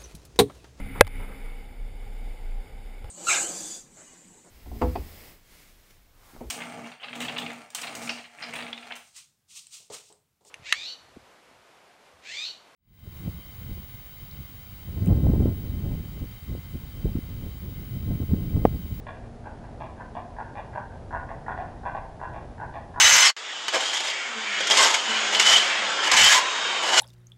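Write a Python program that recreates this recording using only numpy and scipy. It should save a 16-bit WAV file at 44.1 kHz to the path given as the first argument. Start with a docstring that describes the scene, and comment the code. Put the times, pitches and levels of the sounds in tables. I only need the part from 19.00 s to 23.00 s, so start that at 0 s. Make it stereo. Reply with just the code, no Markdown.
"""A heron nest below a wooded slope, some way off: two chicks beg in turn with short, hoarse clacks,
up to about three a second each. Every clack is a rattle of uneven pulses ringing the throat, mouth
and bill; the slope answers with echoes. Wind and far traffic rumble underneath with a faint engine
hum, and the recorder adds hiss and a thin whine."""
import sys
import numpy as np
from scipy import signal
from scipy.fft import rfft, irfft
from scipy.io import wavfile

SR = 44100
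rng = np.random.default_rng(int(sys.argv[2]) if len(sys.argv) > 2 else 0)


def persist_wave(psi):
    """Save psi, clipped to +-1, as 16-bit WAV."""
    counts = np.round(np.clip(psi, -1, 1) * 32767).astype(np.int16)
    wavfile.write(sys.argv[1], SR, np.atleast_2d(counts).T)


N = 176400

# Stereo image of wind and traffic, near mono in the lows: (frequency [Hz], left-right likeness [0-1])
RUMBLE_LIKENESS = [(30, 0.978), (120, 1), (250, 0.91), (600, 0.87), (1000, 0.687), (2000, 0.15), (4000, .1)]


def amp(db):
    """Decibels to gain."""
    return 10 ** (np.asarray(db) / 20)


def unit_rms(x):
    """Scales to rms 1."""
    return x / np.sqrt(np.mean(x ** 2) + 1e-20)


def curve_at(points, hz):
    """Reads a table on a log-frequency axis."""
    f, value = np.transpose(points)
    return np.interp(np.log(hz + 1), np.log(f + 1), value)


def add(mix, start, sound):
    """Mixes a sound in, start seconds along."""
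    part = mix[max(round(start * SR), 0):][:len(sound)]
    part += sound[:len(part)]


def drift(rate_hz):
    """A slow random wander, rms 1."""
    hz = np.fft.rfftfreq(N, 1 / SR)
    return unit_rms(irfft(rfft(rng.standard_normal(N)) * np.exp(-(hz / rate_hz) ** 2) * (hz > 0), N))


def stereo(x, colour, likeness):
    """Equalises two unrelated signals and blends them as mid and side."""
    hz = np.fft.rfftfreq(x.shape[1], 1 / SR)
    mid, side = rfft(x) * amp(curve_at(colour, hz))
    same = np.clip(curve_at(likeness, hz), -1, 1)
    mid, side = mid * np.sqrt((1 + same) / 2), side * np.sqrt((1 - same) / 2)
    return irfft(np.array([mid + side, mid - side]), x.shape[1])


def noise_bed(colour, likeness):
    """Coloured stereo noise, rms 1."""
    return unit_rms(stereo(rng.standard_normal((2, N)), colour, likeness))


def rumble(level_db=-42, swell_db=0.9755):
    """Wind and far traffic: a low bed of noise that gently swells and sinks."""
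    # Rumble spectrum: (frequency [Hz], relative level [dB])
    colour = [(10, -21.5), (30, -1.5), (55, -1.5), (110, 0), (150, -5.5), (200, -10), (300, -12),
              (500, -13), (720, -12.5), (950, -22.5), (1300, -25.5), (1700, -28.5), (2500, -39),
              (5000, -69.5)]
    return noise_bed(colour, RUMBLE_LIKENESS) * amp(level_db + swell_db * drift(3))


def gust():
    """Deep wind eases off, then comes back in one long gust."""
    # Wind spectrum: (frequency [Hz], relative level [dB])
    colour = [(10, -12), (32, -3), (60, -8), (90, -13.5), (200, -44), (1000, -80.5)]
    # Wind strength: (time [s], level [dB])
    fader = [(0, -46), (1.4, -57), (2.1, -47), (2.7, -49), (3.3, -47.5), (4, -54)]
    return noise_bed(colour, RUMBLE_LIKENESS) * amp(np.interp(np.arange(N) / SR, *np.transpose(fader)))


def engine_hum(hz=233.9, wander_hz=2.522, flutter_db=1.87):
    """A far engine: one tone wavering in pitch and level."""
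    # Hum strength before the flutter: (time [s], level [dB])
    fader = [(0, -59), (.35, -52), (1.101, -53.5), (1.7, -60.5), (2.3, -52.5), (3.2, -62.5), (4, -58.5)]
    tone = unit_rms(np.sin(2 * np.pi * np.cumsum(hz + wander_hz * drift(8.93)) / SR))
    level_db = np.interp(np.arange(N) / SR, *np.transpose(fader))
    return tone * amp(level_db + flutter_db * drift(6))


def hiss(level_db=-62, lean_db=0.28):
    """The recorder's own noise, wide and a touch to the right."""
    # Hiss spectrum: (frequency [Hz], relative level [dB])
    colour = [(200, -12), (2000, 1), (3200, -0.5), (5000, -3.5), (7000, -7), (9000, -12), (10200, -16.5),
              (11000, -22), (11700, -37)]
    return noise_bed(colour, [(100, 0), (10000, 0)]) * amp([[level_db - lean_db], [level_db + lean_db]])


def whine(hz=9771, left_db=-84, right_db=-78.5):
    """The recorder's thin, steady tone."""
    return amp([[left_db], [right_db]]) * unit_rms(np.sin(2 * np.pi * hz * np.arange(N) / SR))


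def rattle(length, release, pulses_per_s=150, jitter=.3, air=0.0807, puff_s=0.00273):
    """Uneven pulses, each trailing a puff of air, under one short swell."""
    spread_db, first_db, swell_db = 1.5, 2.5, 4
    t = np.arange(SR // 8) / SR
    timing, strengths = rng.standard_normal((2, 40))
    gaps = np.exp(jitter * timing) / pulses_per_s
    onsets = np.cumsum(gaps) - gaps[0]
    inside = onsets < t[-1]
    pulses = np.zeros(len(t))
    pulses[(onsets[inside] * SR).astype(int)] = amp(spread_db * strengths[inside])
    pulses[0] = amp(first_db)  # a firm attack
    puffs = signal.lfilter([1], [1, -np.exp(-1 / (puff_s * SR))], pulses) * rng.standard_normal(len(t))
    swell = amp(swell_db * np.sin(np.pi * np.minimum(t / length, 1)))
    fade = np.exp(-np.maximum(t - length, 0) / release)
    return (pulses + air * puffs) * swell * fade


def resonate(x, hz, width):
    """A steep resonance: two equal stages, gain 1."""
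    carrier = np.exp(2j * np.pi * hz * np.arange(len(x)) / SR)
    r = np.exp(-np.pi * width / SR)
    return 2 * (carrier * signal.lfilter([(1 - r) ** 2], [1, -2 * r, r * r], x / carrier)).real


def clack(voice, length, main_hz, *levels_db, release=0.0086, detune=.008):
    """One rattle rings throat, mouth and bill, as many of them as are given a level."""
    # Gaps between the resonances: (frequency [Hz], width [Hz])
    notches = [(1325, 107.2), (3040, 240)]
    main_width, throat, mouth, bill = voice
    throat = [(main_hz, main_width, 0)] + throat
    drive, out = rattle(length, release), 0
    for modes, db in zip((throat, mouth, bill), levels_db):
        ring = 0
        for k, (hz, width, mode_db) in enumerate(sorted(modes)):
            tuned_hz = hz * (1 + detune * rng.standard_normal())
            ring += (-1) ** k * amp(mode_db) * resonate(drive, tuned_hz, width)
        out += amp(db) * ring * np.sqrt(length * SR / np.sum(ring ** 2))
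    for hz, width in notches:
        out = signal.lfilter(*signal.iirnotch(hz, hz / width, SR), out)
    return out


def raspy_chick():
    """The first chick begs with more bill in its clacks, which gives them a rasp."""
    # Main throat resonance width [Hz], then throat, mouth, bill: (frequency [Hz], width [Hz], gain [dB])
    voice = (165.8, [(1077.8, 224, -4.5), (661.3, 160, 0.5)], [(1466, 279, -3.5), (1679.3, 188, -0.33),
             (1899.3, 257, -0.55)], [(2406.5, 209, 9.5), (2757, 200, 1), (3396, 420, 1),
             (4460, 500, -19.5)])
    # Calls: (time [s], length [s], main resonance [Hz], throat [dB], mouth [dB], bill [dB])
    calls = [ (.067, 0.0497, 970, -41, -47, -55.5), (.803, 0.0533, 894, -38, -54, -56.5),
             (1.151, 0.0482, 877.5, -35, -52.5, -59), (1.553, 0.0586, 820, -39, -50, -56),
             (2.290, 0.0306, 848, -37, -48.5, -65), (2.575, 0.0563, 817, -36, -48.5, -61),
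             (2.948, 0.0351, 850, -32.5, -49, -59.5), (3.336, 0.0483, 836, -39.5, -54, -60),
             (3.739, 0.0447, 850, -38, -49.5, -58)]
    out = np.zeros(N)
    for start, *call in calls:
        add(out, start, clack(voice, *call))
    return out


def hollow_chick(catch_lead_s=.019, catch_length_s=0.00775):
    """The second chick rings hollow in the mouth and catches softly just before each clack."""
    # Main throat resonance width [Hz], then throat, mouth, bill: (frequency [Hz], width [Hz], gain [dB])
    voice = (176.7, [(797.3, 183, -7), (656.4, 161.7, -6)], [(1500.4, 196.4, 12.5), (1722.4, 256, -0.5),
             (1919, 173, 0)], [(2370, 150, -1.5), (2704, 170, -6), (3317, 260, -9.5)])
    # Calls: (time [s], length [s], main resonance [Hz], throat [dB], mouth [dB], bill [dB])
    calls = [ (0.455, 0.021, 863, -39.5, -46.5, -65.5), (0.639, 0.0131, 910, -45, -53, -72),
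             (0.997, 0.0254, 973, -40.5, -46, -78.5), (1.384, 0.0397, 950, -35.5, -42.5, -65.5),
             (1.751, 0.0397, 967.3, -33, -41, -63), (2.126, 0.0469, 985, -31.5, -37, -69),
             (2.481, 0.044, 975, -32, -36.5, -62), (2.852, 0.0529, 989, -33, -40, -57.5),
             (3.213, 0.0504, 993, -35.5, -41.5, -65.5), (3.599, 0.0434, 924, -35.5, -43, -75.5),
             (3.959, 0.0337, 1007, -34.5, -40, -70)]
    out = np.zeros(N)
    for start, length, hz, throat_db, mouth_db, bill_db in calls:
        add(out, start, clack(voice, length, hz, throat_db, mouth_db, bill_db))
        catch = clack(voice, catch_length_s, hz, throat_db - 9, mouth_db - 5, release=0.0039)
        add(out, start - catch_lead_s, catch)
    return out


def echo_pattern(near_db=-6, near_t60_s=0.212, far_db=-9, build_s=0.0536, reflections_per_s=2000):
    """Scatter from nearby branches, a few distinct echoes and the long tail of the trees."""
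    # Tail of the trees: (frequency [Hz], time to fall 60 dB [s])
    decay = [(400, 0.03), (700, 1.26), (1000, 0.67), (1700, 0.57), (2600, 0.1564), (4500, 0.82)]
    # Distinct echoes off the slope: (delay [s], level before colouring [dB])
    echoes = [(.021, -16), (.034, -20), (.049, -12.5), (0.079, -15.5), (.148, -21.5), (.172, -23.5),
              (.195, -24.5)]
    # Tone of all reflections: (frequency [Hz], gain [dB])
    colour = [(400, 2.5), (700, 0.5), (1000, 0), (1600, 5), (2600, 7.5), (4500, -1.5)]
    # Their stereo image, wider in the highs: (frequency [Hz], left-right likeness [0-1])
    likeness = [(500, 1), (1000, 0.557), (1700, 0.296), (2600, 0.11), (4500, .1)]
    t = np.arange(SR) / SR
    far, near = rng.standard_normal((2, 2, SR)) * (rng.random((2, 2, SR)) < reflections_per_s / SR)
    hz, when, bands = signal.stft(far * np.minimum(t / build_s, 1), SR, nperseg=256)
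    bands *= amp(-60 * when / curve_at(decay, hz)[:, None])
    far = signal.istft(bands, SR, nperseg=256)[1][:, :SR]
    near *= amp(-60 * t / near_t60_s)
    tail = (amp(far_db) * unit_rms(far) + amp(near_db) * unit_rms(near)) / np.sqrt(SR)
    for delay, db in echoes:
        tail[0, round(delay * SR * rng.uniform(.97, 1.03))] += amp(db)  # mid only, so centred
    return stereo(tail, colour, likeness)


def woods(birds, patterns=5, pattern_cycle_s=1.3):
    """The echoes vary from call to call: the calls crossfade round a set of patterns."""
    cycle = np.arange(N) / SR / pattern_cycle_s
    sends = np.maximum(np.cos(2 * np.pi * (cycle - np.arange(patterns)[:, None] / patterns)), 0) ** 2
    sends /= np.linalg.norm(sends, axis=0)  # constant power
    return sum(signal.fftconvolve((birds * send)[None], echo_pattern(), axes=1)[:, :N] for send in sends)


def scene():
    """Chicks straight ahead, the woods around them, rumble below."""
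    birds = hollow_chick() + raspy_chick()
    return birds + woods(birds) + rumble() + gust() + engine_hum()


def record(dry):
    """The recorder adds hiss and whine, then cuts the top end steeply."""
    cutoff_hz = 11700
    lowpass = signal.firwin(511, cutoff_hz, window=("kaiser", 9), fs=SR)
    return signal.oaconvolve(dry + hiss() + whine(), lowpass[None], "same")


dry = scene()
out = record(dry)
persist_wave(out)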